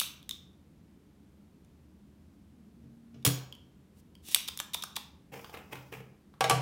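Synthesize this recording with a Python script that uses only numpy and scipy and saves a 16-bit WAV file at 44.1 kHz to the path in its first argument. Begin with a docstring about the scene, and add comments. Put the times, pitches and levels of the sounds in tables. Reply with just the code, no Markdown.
"""Solder sucker and iron at a workbench

A spring-loaded solder sucker latches, fires on a circuit board and is cocked again, its spring twanging.
Its knocks are excited resonances with noise cracks; dispersion in the coil turns each twang into a chirp.
The soldering iron is dabbed four times on its sponge (grainy noise) and dropped into its stand (ringing modes).
A small room adds diffuse tails over a low steady rumble, a faint hiss and a brief hum.
"""
import sys
import numpy as np
from scipy import signal
from scipy.fft import rfft, irfft, next_fast_len
from scipy.io import wavfile

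SR = 44100
rng = np.random.default_rng(int(sys.argv[2]) if len(sys.argv) > 2 else 0)


def master_out(mix):
    """Clip the mix to full scale and print it as 16-bit PCM to the path in sys.argv[1]."""
    frames = np.transpose(np.atleast_2d(mix))
    ceiling = np.clip(frames, -1, 1)
    pcm = np.round(ceiling * 32767).astype(np.int16)
    wavfile.write(sys.argv[1], SR, pcm)


N = 291501
T = np.arange(int(.7 * SR)) / SR  # time within one event, s
TIME = np.arange(N) / SR  # time within the scene, s

# Nozzle nudging the board. Each row: start in seconds, bench level in dB, tap level in dB.
NOZZLE_NUDGES = [(2.83, -41.5, -74.5), (3.142, -40.5, -60)]
# Catch locking the plunger. Each row: start in seconds, body level in dB, crack level in dB, room level in dB.
CATCH_LATCHES = [(-.0004, -27.5, -25, -1.5), (4.346, -19, -15.5, -9.5)]
# Squeezed spring slipping in the barrel. Each row: start in seconds, knock level in dB, travel time down
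# the coil in seconds, twang level in dB, lag of 1 kHz behind the treble in seconds, rebound level in dB.
SPRING_SLIPS = [(4.476, -37.5, .010, -41, .002, -33.5), (4.589, -37.5, .0112, -31.5, 0.00102, -54),
                (4.7330, -34, .012, -36, .0027, -29), (4.8224, -35, .0143, -34.5, 0.001106, -68),
                (4.9547, -39, 0.011, -36.5, 0.004, -33)]
# Light, dry contacts in the pump. Each row: start in seconds, barrel level in dB, crack level in dB.
PUMP_CONTACTS = [(.228, -55.5, -61.5), (0.2922, -38.5, -36), (0.3095, -32, -41.5), (1.6474, -79, -69),
                 (3.2264, -63, -69), (3.5246, -42, -56), (3.551, -57, -60), (4.152, -56.5, -61.5),
                 (4.5741, -45, -37)]
# Plunger catching on its way down. Each row: start in seconds, level in dB.
PLUNGER_SNAGS = [(4.284, -43.5), (4.314, -47)]
# Dabs on the sponge. Each row: start in seconds, landing level in dB, wipe level in dB,
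# bench level at landing in dB, sizzle t60 in seconds.
IRON_DABS = [(5.316, -43, -48.5, -39, 1.6), (5.524, -40.5, -57, -69, 0.13),
             (5.708, -44.5, -55, -40.5, 0.76), (5.914, -47, -55, -39, 0.4)]
# Tip ticking on the sponge tray. Each row: start in seconds, level in dB.
TRAY_TICKS = [(5.4441, -44), (5.495, -49.5), (5.5464, -43.5), (5.7549, -45.5), (6.339, -56.5)]
# Iron striking its stand. Each row: start in seconds, ring level in dB, clatter level in dB,
# scrape level in dB, bench level in dB before the low-pass of the feet.
STAND_STRIKES = [(6.407, -17.5, -22, -33.5, -26), (6.4405, -23, -24, -36, -38),
                 (6.4969, -17, -20, -23, -45), (6.508, -23, -22, -53, -16)]

# Barrel resonances, shifted together to the pitch of each knock.
# Each row: nominal centre in Hz, nominal width in Hz, level in dB.
BARREL_RESONANCES = [(1145, 160, -21), (2657, 1300, -28), (3710, 400, -5.5), (5270, 1100, -21)]
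# Coil resonances, shifted together by the lag of each twang.
# Each row: nominal centre in Hz, nominal width in Hz, level in dB.
SPRING_RESONANCES = [(554, 270, -14.5), (1200, 180, -2), (1586, 180, -5), (2700, 760, -9),
                     (3600, 280, -8.5), (5470, 800, -10.5)]
# Resonances of the catch. Each row: centre in Hz, width parameter in Hz, level in dB.
CATCH_RESONANCES = [(1050, 320, -21), (2830, 550, -6), (3557, 410, -3), (3840, 440, -3), (5630, 440, -8),
                    (6330, 520, -13)]
# Narrow low tones of the room. Each row: centre in Hz, width in Hz, level in dB.
DRONE_RESONANCES = [(79, 11, 1.5), (203, 8, 1), (288.7, 2.7, -7)]

# Modes of the bench. Each row: frequency in Hz, mean relative level in dB, t60 in seconds.
BENCH_MODES = [(85, -14, .2), (110, -5, .13), (130, 0, .48), (163, -5, .28), (195, -9, .14), (285, -5, .28),
               (410, -15, .2), (465, -13, .3), (645, -18, .2)]
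# Modes of the pump's tube. Each row: frequency in Hz, mean relative level in dB, t60 in seconds.
TUBE_MODES = [(985, -22, .6), (3230, -6, .28), (3400, -6, .2), (4285, -9, .3), (5585, -7, .33),
              (6697, -4, .3), (6785, 0, .32), (10470, -6, .22), (10850, -5, .3), (14090, -9, .18),
              (14665, -4, .16)]
# Modes of the iron's stand. Each row: frequency in Hz, mean relative level in dB, t60 in seconds.
STAND_MODES = [(469, -4, .35), (523, -8, .5), (634, -6, .35), (700, -7, .25), (723, -6, .25), (765, 1, .3),
               (786, -1, .3), (840, -11, .35), (880, -8, .25), (1132, -4, .18), (1154, -3, .2),
               (1293, -10, .35), (1556, -15, .25), (1637, -10, .17), (2245, -18, .3), (2837, -11, .1)]

# Bright crack of hard parts. Each row: frequency in Hz, relative level in dB per Hz.
CRACK_SPECTRUM = [(300, -36.5), (1500, -15.5), (2500, -6.5), (4600, -6.5), (7000, -4.5), (10000, -4),
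                  (12500, -7), (15000, -7), (17000, -12)]
# Crack of the catch. Each row: frequency in Hz, relative level in dB per Hz.
LATCH_SPECTRUM = [(500, -47.5), (1600, -30.5), (2400, -4.5), (4600, -6), (6000, -15), (8000, -2),
                  (9700, -1.5), (11000, 0.5), (12800, -4.5), (15000, -10), (17000, -17)]
# Rush of the shot and snags of the plunger. Each row: frequency in Hz, relative level in dB per Hz.
RATTLE_SPECTRUM = [(100, -12), (350, 3), (750, -1), (1200, -10), (2200, -7), (3400, 0), (4600, -3),
                   (8500, -4.5), (11000, 1), (12500, -3.5), (15000, 0.5), (17000, -23)]
# Clatter of the stand and tap of the nozzle. Each row: frequency in Hz, relative level in dB per Hz.
CLATTER_SPECTRUM = [(80, -29), (200, -3.5), (350, -3.5), (500, 2), (800, -0.5), (1400, -4.5), (3000, -4),
                    (4500, -13), (6200, -11), (9000, -29.5), (16000, -33)]
# Scrape of the iron in its holder. 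Each row: frequency in Hz, relative level in dB per Hz.
SCRAPE_SPECTRUM = [(1500, -21.5), (3000, -14), (4500, -2), (6000, -2), (9500, 3), (12000, -4.5),
                   (16000, -11)]
# Rub on the sponge. Each row: frequency in Hz, relative level in dB per Hz.
SPONGE_SPECTRUM = [(53, -35), (90, -16), (142, 0), (192, -26), (284, -17), (448, 1), (661, -14),
                   (804, -5.5), (1380, -14.5), (2530, -7.5), (4080, -26), (4960, -31), (15000, -27.5),
                   (16000, -34)]
# Tick on the tray. Each row: frequency in Hz, relative level in dB per Hz.
TRAY_SPECTRUM = [(300, -8), (900, 5), (2000, -7), (4000, -6.5), (6000, -23), (15000, -25)]
# Sizzle of the damp sponge. Each row: frequency in Hz, relative level in dB per Hz.
STEAM_SPECTRUM = [(1000, -10), (3500, -17), (5000, 4), (9000, -5.5), (15000, 0.5)]
# Low rumble of the room. Each row: frequency in Hz, relative level in dB per Hz.
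RUMBLE_SPECTRUM = [(12, -73.5), (20, -41.5), (60, -4), (83, -1), (107, -21.5), (130, -2.5), (187, -1.5),
                   (328, -7.5), (357, -13), (410, -12), (446, -17), (660, -23), (3740, -39.5), (14300, -44),
                   (16000, -59)]
# Faint background hiss. Each row: frequency in Hz, relative level in dB per Hz.
HISS_SPECTRUM = [(500, -4.5), (3300, -2.5), (6000, -9), (15000, -13.5)]
# Reverberation of the room. Each row: frequency in Hz, t60 in seconds.
ROOM_DECAY = [(100, 0.51), (700, 0.64), (2000, 0.52), (3600, 0.41), (6000, 0.42), (10000, 0.26),
              (15000, 0.33)]

SHOT_S, PISTON_FLIGHT_S = 3.249, .0155  # the pump fires; time until the piston hits its stop
BOUNCE_S = .0107  # the piston lands once more after this time
TRAVEL_S, LAG_S = .014, .0012  # a hard blow runs down the coil in this time, with this lag at 1 kHz
TWANG_DROOP = 0.25  # exponent: the more smeared a twang, the lower it sounds
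SLIP_T60_S, SLIP_SMEAR = 0.011, 6.2  # a slip's knock lasts this long, plus this many times its lag
REBOUND_LEAD_S = .003  # the coil slaps the barrel just ahead of its twang
CLICK_T60_S, CLICK_RISE_SHARE = .007, 0.077  # decay of a light contact; rise of any contact as a share of its t60
COCKED_HZ, SLACK_HZ = 3604, 3150  # the barrel's third resonance is lower while the spring is let out
GRIP_SPREAD = .025  # spread of the log of the barrel's pitch from knock to knock
SLIDE_START_S, SLIDE_LENGTH_S = 4.22, .112
SLIDE_DB, SLIDE_GROWTH = -42.5, 1.4  # friction grows as this power of the stroke's progress
RUSTLE_S, RUSTLE_LENGTH_S, RUSTLE_DB = 3.945, 0.055, -67  # the fingers shift their grip
DAB_RISE_S, DAB_T60_S = 0.014, .16
WIPE_S = 0.047  # time from landing to wiping the tip off
SIZZLE_DB, SIZZLE_RISE_S = -57.5, 0.011
FEET_HZ = 230  # the stand's feet pass only the bass on to the bench
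FLOOR_DB = -60  # room rumble
HUM_HZ, HUM_DB = 231, -54  # a faint hum and the level it reaches
HUM_START_S, HUM_LENGTH_S, HUM_RELEASE_S = 2.4, .83, .06
TOP_HZ = 15950  # band limit of the recorder


def pump_shot():
    """Impact and recoil: the piston rushes up, hits its stop and bounces, ringing tube and bench."""
    out = np.zeros(N)
    for s, bench_db, tap_db in NOZZLE_NUDGES:
        add(out, s, amp(bench_db) * ring(BENCH_MODES, rise=.02, spread_db=1))
        tap = burst(CLATTER_SPECTRUM, rise=.002, t60=.04)
        add(out, s, amp(tap_db) * in_room(tap, wet_db=1))

    release, stop = SHOT_S, SHOT_S + PISTON_FLIGHT_S
    add(out, release, barrel_click(release, barrel_db=-26.5, crack_db=-24.0, t60=.02))
    rush = burst(RATTLE_SPECTRUM, rise=0.00074, t60=0.093)
    add(out, release, amp(-19) * in_room(rush, wet_db=-3))
    tube = ring(TUBE_MODES, rise=0.004, spread_db=1)
    add(out, release, amp(-28) * in_room(tube, wet_db=-5.5))
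    add(out, release + TRAVEL_S, twang(twang_db=-26.0, crack_db=-29, lag=LAG_S))

    impact = burst(CRACK_SPECTRUM, rise=0.00053, t60=0.04)
    add(out, stop, amp(-22.5) * in_room(impact, wet_db=-12.5))
    recoil = ring(BENCH_MODES, rise=0.00665, spread_db=1.5)
    add(out, stop - .003, amp(-15.0) * recoil)  # the recoil starts before the piston lands
    add(out, stop + BOUNCE_S, barrel_click(stop, barrel_db=-35, crack_db=-26.5, t60=0.0083))
    return out


def pump_latches():
    """Impulse excitation: the catch snaps into its groove, sounds its resonances and jolts the spring."""
    out = np.zeros(N)
    for s, body_db, crack_db, wet_db in CATCH_LATCHES:
        grit = rng.standard_normal(len(T)) * swell(rise=0.00072, t60=0.01)
        contact = signal.unit_impulse(len(T)) + 0.035 * grit
        knock = blow(filtered(contact, lambda hz: body(CATCH_RESONANCES, hz, order=2)))
        add(out, s, amp(body_db) * in_room(knock, wet_db + 1))  # the duller knock carries further into the room
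        crack = burst(LATCH_SPECTRUM, rise=0.00044, t60=.011)
        add(out, s, amp(crack_db) * in_room(crack, wet_db))
        add(out, s + TRAVEL_S, twang(twang_db=-33.0, crack_db=-35, lag=LAG_S))
    return out


def spring_slips():
    """Stick-slip and wave travel: each slip knocks the barrel, runs down the coil, slaps its end and twangs."""
    out = np.zeros(N)
    for s, knock_db, travel, twang_db, lag, rebound_db in SPRING_SLIPS:
        knock_t60 = SLIP_T60_S + SLIP_SMEAR * lag
        add(out, s, barrel_click(s, knock_db, knock_db - 4.5, knock_t60))
        add(out, s + travel - REBOUND_LEAD_S, barrel_click(s, rebound_db, rebound_db - .8, t60=0.02))
        add(out, s + travel, twang(twang_db, crack_db=twang_db - 1.0, lag=lag))
    return out


def twang(twang_db, crack_db, lag):
    """Dispersion: bending waves in the coil carry treble faster than bass, so a jolt becomes a falling chirp."""
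    jolt = signal.unit_impulse(len(T)) + .08 * rng.standard_normal(len(T)) * fade(0.017)
    droop = (lag / LAG_S) ** TWANG_DROOP

    def coil(hz):
        # group delay is lag * sqrt(1000 / hz)
        dispersion = np.exp(-4j * np.pi * lag * np.sqrt(1000 * hz))
        return body(SPRING_RESONANCES, hz * droop) * dispersion

    chirp = blow(filtered(jolt, coil))
    crack = burst(CRACK_SPECTRUM, rise=.0004, t60=0.02)
    return in_room(amp(twang_db) * chirp + amp(crack_db) * crack, wet_db=-8.5)


def barrel_click(s, barrel_db, crack_db, t60):
    """Resonance: a knock in the barrel gives a bright crack and a short hollow ring, pitched for time s."""
    slack = SHOT_S < s < SLIDE_START_S
    pitch = (SLACK_HZ if slack else COCKED_HZ) * np.exp(GRIP_SPREAD * rng.standard_normal())
    scale = BARREL_RESONANCES[2][0] / pitch  # brings the third resonance to the pitch
    rise = CLICK_RISE_SHARE * t60
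    contact = rng.standard_normal(len(T)) * swell(rise, t60)
    barrel = blow(filtered(contact, lambda hz: body(BARREL_RESONANCES, hz * scale, order=2)))
    crack = burst(CRACK_SPECTRUM, rise, t60)
    return amp(barrel_db) * in_room(barrel, wet_db=-6.0) + amp(crack_db) * in_room(crack, wet_db=-8.5)


def pump_clicks():
    """Light impacts: loose parts tick as the pump is handled."""
    out = np.zeros(N)
    for s, barrel_db, crack_db in PUMP_CONTACTS:
        add(out, s, barrel_click(s, barrel_db, crack_db, CLICK_T60_S))
    return out


def plunger_slide():
    """Dry friction: gritty rubbing grows as the thumb drives the plunger down, catching now and then."""
    grit = noise(CRACK_SPECTRUM, N) * grain(N, rate=1100, depth_db=3.0)
    hollow = filtered(rng.standard_normal(N), lambda hz: body(CATCH_RESONANCES, hz, order=2))
    push = ramp(SLIDE_START_S, SLIDE_LENGTH_S, release=.018) ** SLIDE_GROWTH
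    rubbing = amp(SLIDE_DB) * push * (amp(-1) * unit(grit) + amp(-5.5) * unit(hollow))
    for s, db in PLUNGER_SNAGS:
        add(rubbing, s, amp(db) * burst(RATTLE_SPECTRUM, rise=.002, t60=0.024))
    return in_room(rubbing, wet_db=-5.0)


def grip_rustle():
    """Light friction: skin brushes the barrel as noise shortly before the pump is cocked."""
    return amp(RUSTLE_DB) * ramp(RUSTLE_S, RUSTLE_LENGTH_S, release=.015) * noise(CRACK_SPECTRUM, N)


def iron_into_stand():
    """Modal ringing: the iron scrapes and bounces in its holder; the stand rings and the bench booms."""
    out = np.zeros(N)
    for s, ring_db, clatter_db, scrape_db, bench_db in STAND_STRIKES:
        clatter = amp(clatter_db) * burst(CLATTER_SPECTRUM, rise=0.0014, t60=0.032)
        scrape = amp(scrape_db) * burst(SCRAPE_SPECTRUM, rise=0.0002, t60=0.026)
        bench = ring(BENCH_MODES, rise=.09, spread_db=1.5)
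        boom = filtered(bench, lambda hz: 1 / (1 + (hz / FEET_HZ) ** 4))
        add(out, s, in_room(clatter + scrape, wet_db=-4.5))
        add(out, s, amp(ring_db) * ring(STAND_MODES, rise=0.0022, spread_db=4.0))
        add(out, s, amp(bench_db) * boom)
    return out


def sponge_dabs():
    """Friction and boiling: the tip lands, sizzles and is wiped; the bench booms and the tray may tick."""
    out = np.zeros(N)
    for s, db, wipe_db, bench_db, sizzle_t60 in IRON_DABS:
        steam = noise(STEAM_SPECTRUM, len(T)) * grain(len(T), rate=140, depth_db=2.0)
        landing_boom = amp(bench_db) * ring(BENCH_MODES, rise=0.093, spread_db=1.5)
        wipe_boom = amp(bench_db - 2.5) * ring(BENCH_MODES, rise=0.017, spread_db=2.5)
        add(out, s, amp(SIZZLE_DB) * steam * swell(SIZZLE_RISE_S, sizzle_t60))
        add(out, s, amp(db) * scuff() + landing_boom)
        add(out, s + WIPE_S, amp(wipe_db) * scuff() + wipe_boom)
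    for s, db in TRAY_TICKS:
        tick = burst(TRAY_SPECTRUM, rise=0.00067, t60=0.018)
        add(out, s, amp(db) * in_room(tick, wet_db=-3))
    return out


def scuff():
    """Friction coupled to modes: one grainy rub on the sponge stirs the stand."""
    rub = noise(SPONGE_SPECTRUM, len(T)) * swell(DAB_RISE_S, DAB_T60_S)
    rub *= grain(len(T), rate=160, depth_db=6.5)
    stand = ring(STAND_MODES, rise=0.013, spread_db=6)
    return in_room(rub + amp(-4) * stand, wet_db=-5.5)


def room_floor():
    """Filtered noise: low rumble and a wavering drone under a faint hiss, and a hum that swells and stops."""
    drone = unit(filtered(rng.standard_normal(N), lambda hz: body(DRONE_RESONANCES, hz)))
    rumble = amp(FLOOR_DB) * (noise(RUMBLE_SPECTRUM, N) + amp(-3) * drone)
    hiss = amp(-79) * noise(HISS_SPECTRUM, N)
    tone = unit(np.sin(2 * np.pi * HUM_HZ * TIME))
    hum = amp(HUM_DB) * ramp(HUM_START_S, HUM_LENGTH_S, HUM_RELEASE_S) * tone
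    return rumble + hiss + hum


def in_room(x, wet_db, delay=0.0017):
    """Reverberation: the sound plus a fresh diffuse tail whose decay time depends on frequency."""
    hz, t, z = signal.stft(rng.standard_normal(len(T)), SR, nperseg=256)
    decay = np.exp(-np.log(1000) * t / along(ROOM_DECAY, hz)[:, None])
    tail = signal.istft(z * decay, SR, nperseg=256)[1][:len(T)]
    tail *= 1 - np.exp(-(T / delay) ** 2)  # the tail builds up softly
    return x + amp(wet_db) * signal.fftconvolve(x, tail / np.linalg.norm(tail))[:len(x)]


def body(peaks, f, order=1):
    """Resonance: a sum of band-pass peaks of alternating sign; a higher order steepens their skirts."""
    total = 0
    for k, (centre, width, db) in enumerate(peaks):
        damping = 1j * f * width
        peak = damping / (centre * centre - f * f + damping)
        total = total + (-1) ** k * amp(db) * peak ** order
    return total


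def ring(modes, rise, spread_db):
    """Modal synthesis: decaying sines, with new strengths and phases for each blow."""
    tone = 0
    for hz, db, t60 in modes:
        strength = amp(db + spread_db * rng.standard_normal())
        tone = tone + strength * fade(t60) * np.sin(2 * np.pi * (hz * T + rng.random()))
    return blow(tone * (1 - np.exp(-T / rise)))


def burst(spectrum, rise, t60):
    """Enveloped noise: a short coloured puff of standard energy."""
    return blow(noise(spectrum, len(T)) * swell(rise, t60))


def noise(spectrum, size):
    """Spectral shaping: white noise coloured by a spectrum, at rms 1."""
    return unit(filtered(rng.standard_normal(size), lambda hz: amp(along(spectrum, hz))))


def grain(size, rate, depth_db):
    """Amplitude modulation: an uneven gain of rms 1 with rate new random targets a second."""
    place = np.arange(size) * rate / SR
    return unit(amp(depth_db * np.interp(place, np.arange(size), rng.standard_normal(size))))


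def swell(rise, t60):
    """Attack and decay: a soft start and an exponential fall, peak 1."""
    shape = (1 - np.exp(-(T / max(rise, 1e-5)) ** 2)) * fade(t60)
    return shape / (shape.max() + 1e-20)


def fade(t60):
    """Exponential damping, 60 dB down after t60."""
    return np.exp(-np.log(1000) * T / np.maximum(t60, 1e-4))


def ramp(start, length, release):
    """Linear envelope: a gain that climbs from 0 to 1 over length and falls back over release."""
    return np.interp(TIME - start, [0, length, length + release], [0, 1, 0])


def filtered(x, response):
    """Linear filtering: the spectrum of x times a complex response of frequency."""
    m = next_fast_len(len(x) + SR // 8)
    return irfft(rfft(x, m) * response(np.fft.rfftfreq(m, 1 / SR)), m)[:len(x)]


def along(points, hz):
    """Logarithmic frequency scale: interpolates (Hz, value) points."""
    f, v = np.transpose(points)
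    return np.interp(np.log(hz + 1), np.log(f), v)


def amp(db):
    """Decibel law: decibels to gain."""
    return 10 ** (np.asarray(db) / 20)


def unit(x):
    """Power normalisation: scale to rms 1."""
    return x / np.sqrt(np.mean(x ** 2) + 1e-20)


def blow(x):
    """Energy normalisation: scale to the energy of 4 ms at rms 1."""
    return x / np.linalg.norm(x) * np.sqrt(.004 * SR)


def add(track, s, x):
    """Superposition: mix x into the track at time s, cut at both ends of the track."""
    start = round(s * SR)
    part = x[max(-start, 0):max(N - start, 0)]
    track[max(start, 0):][:len(part)] += part


def scene():
    """Superposition of everything at the bench, heard by one microphone."""
    pump = pump_shot() + pump_latches() + spring_slips() + pump_clicks() + plunger_slide() + grip_rustle()
    return (pump + iron_into_stand() + sponge_dabs() + room_floor())[None]


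def record(dry):
    """Band limiting: the recorder's steep low-pass."""
    return np.array([filtered(x, lambda hz: 1 / np.sqrt(1 + (hz / TOP_HZ) ** 160)) for x in dry])


dry = scene()
out = record(dry)
master_out(out)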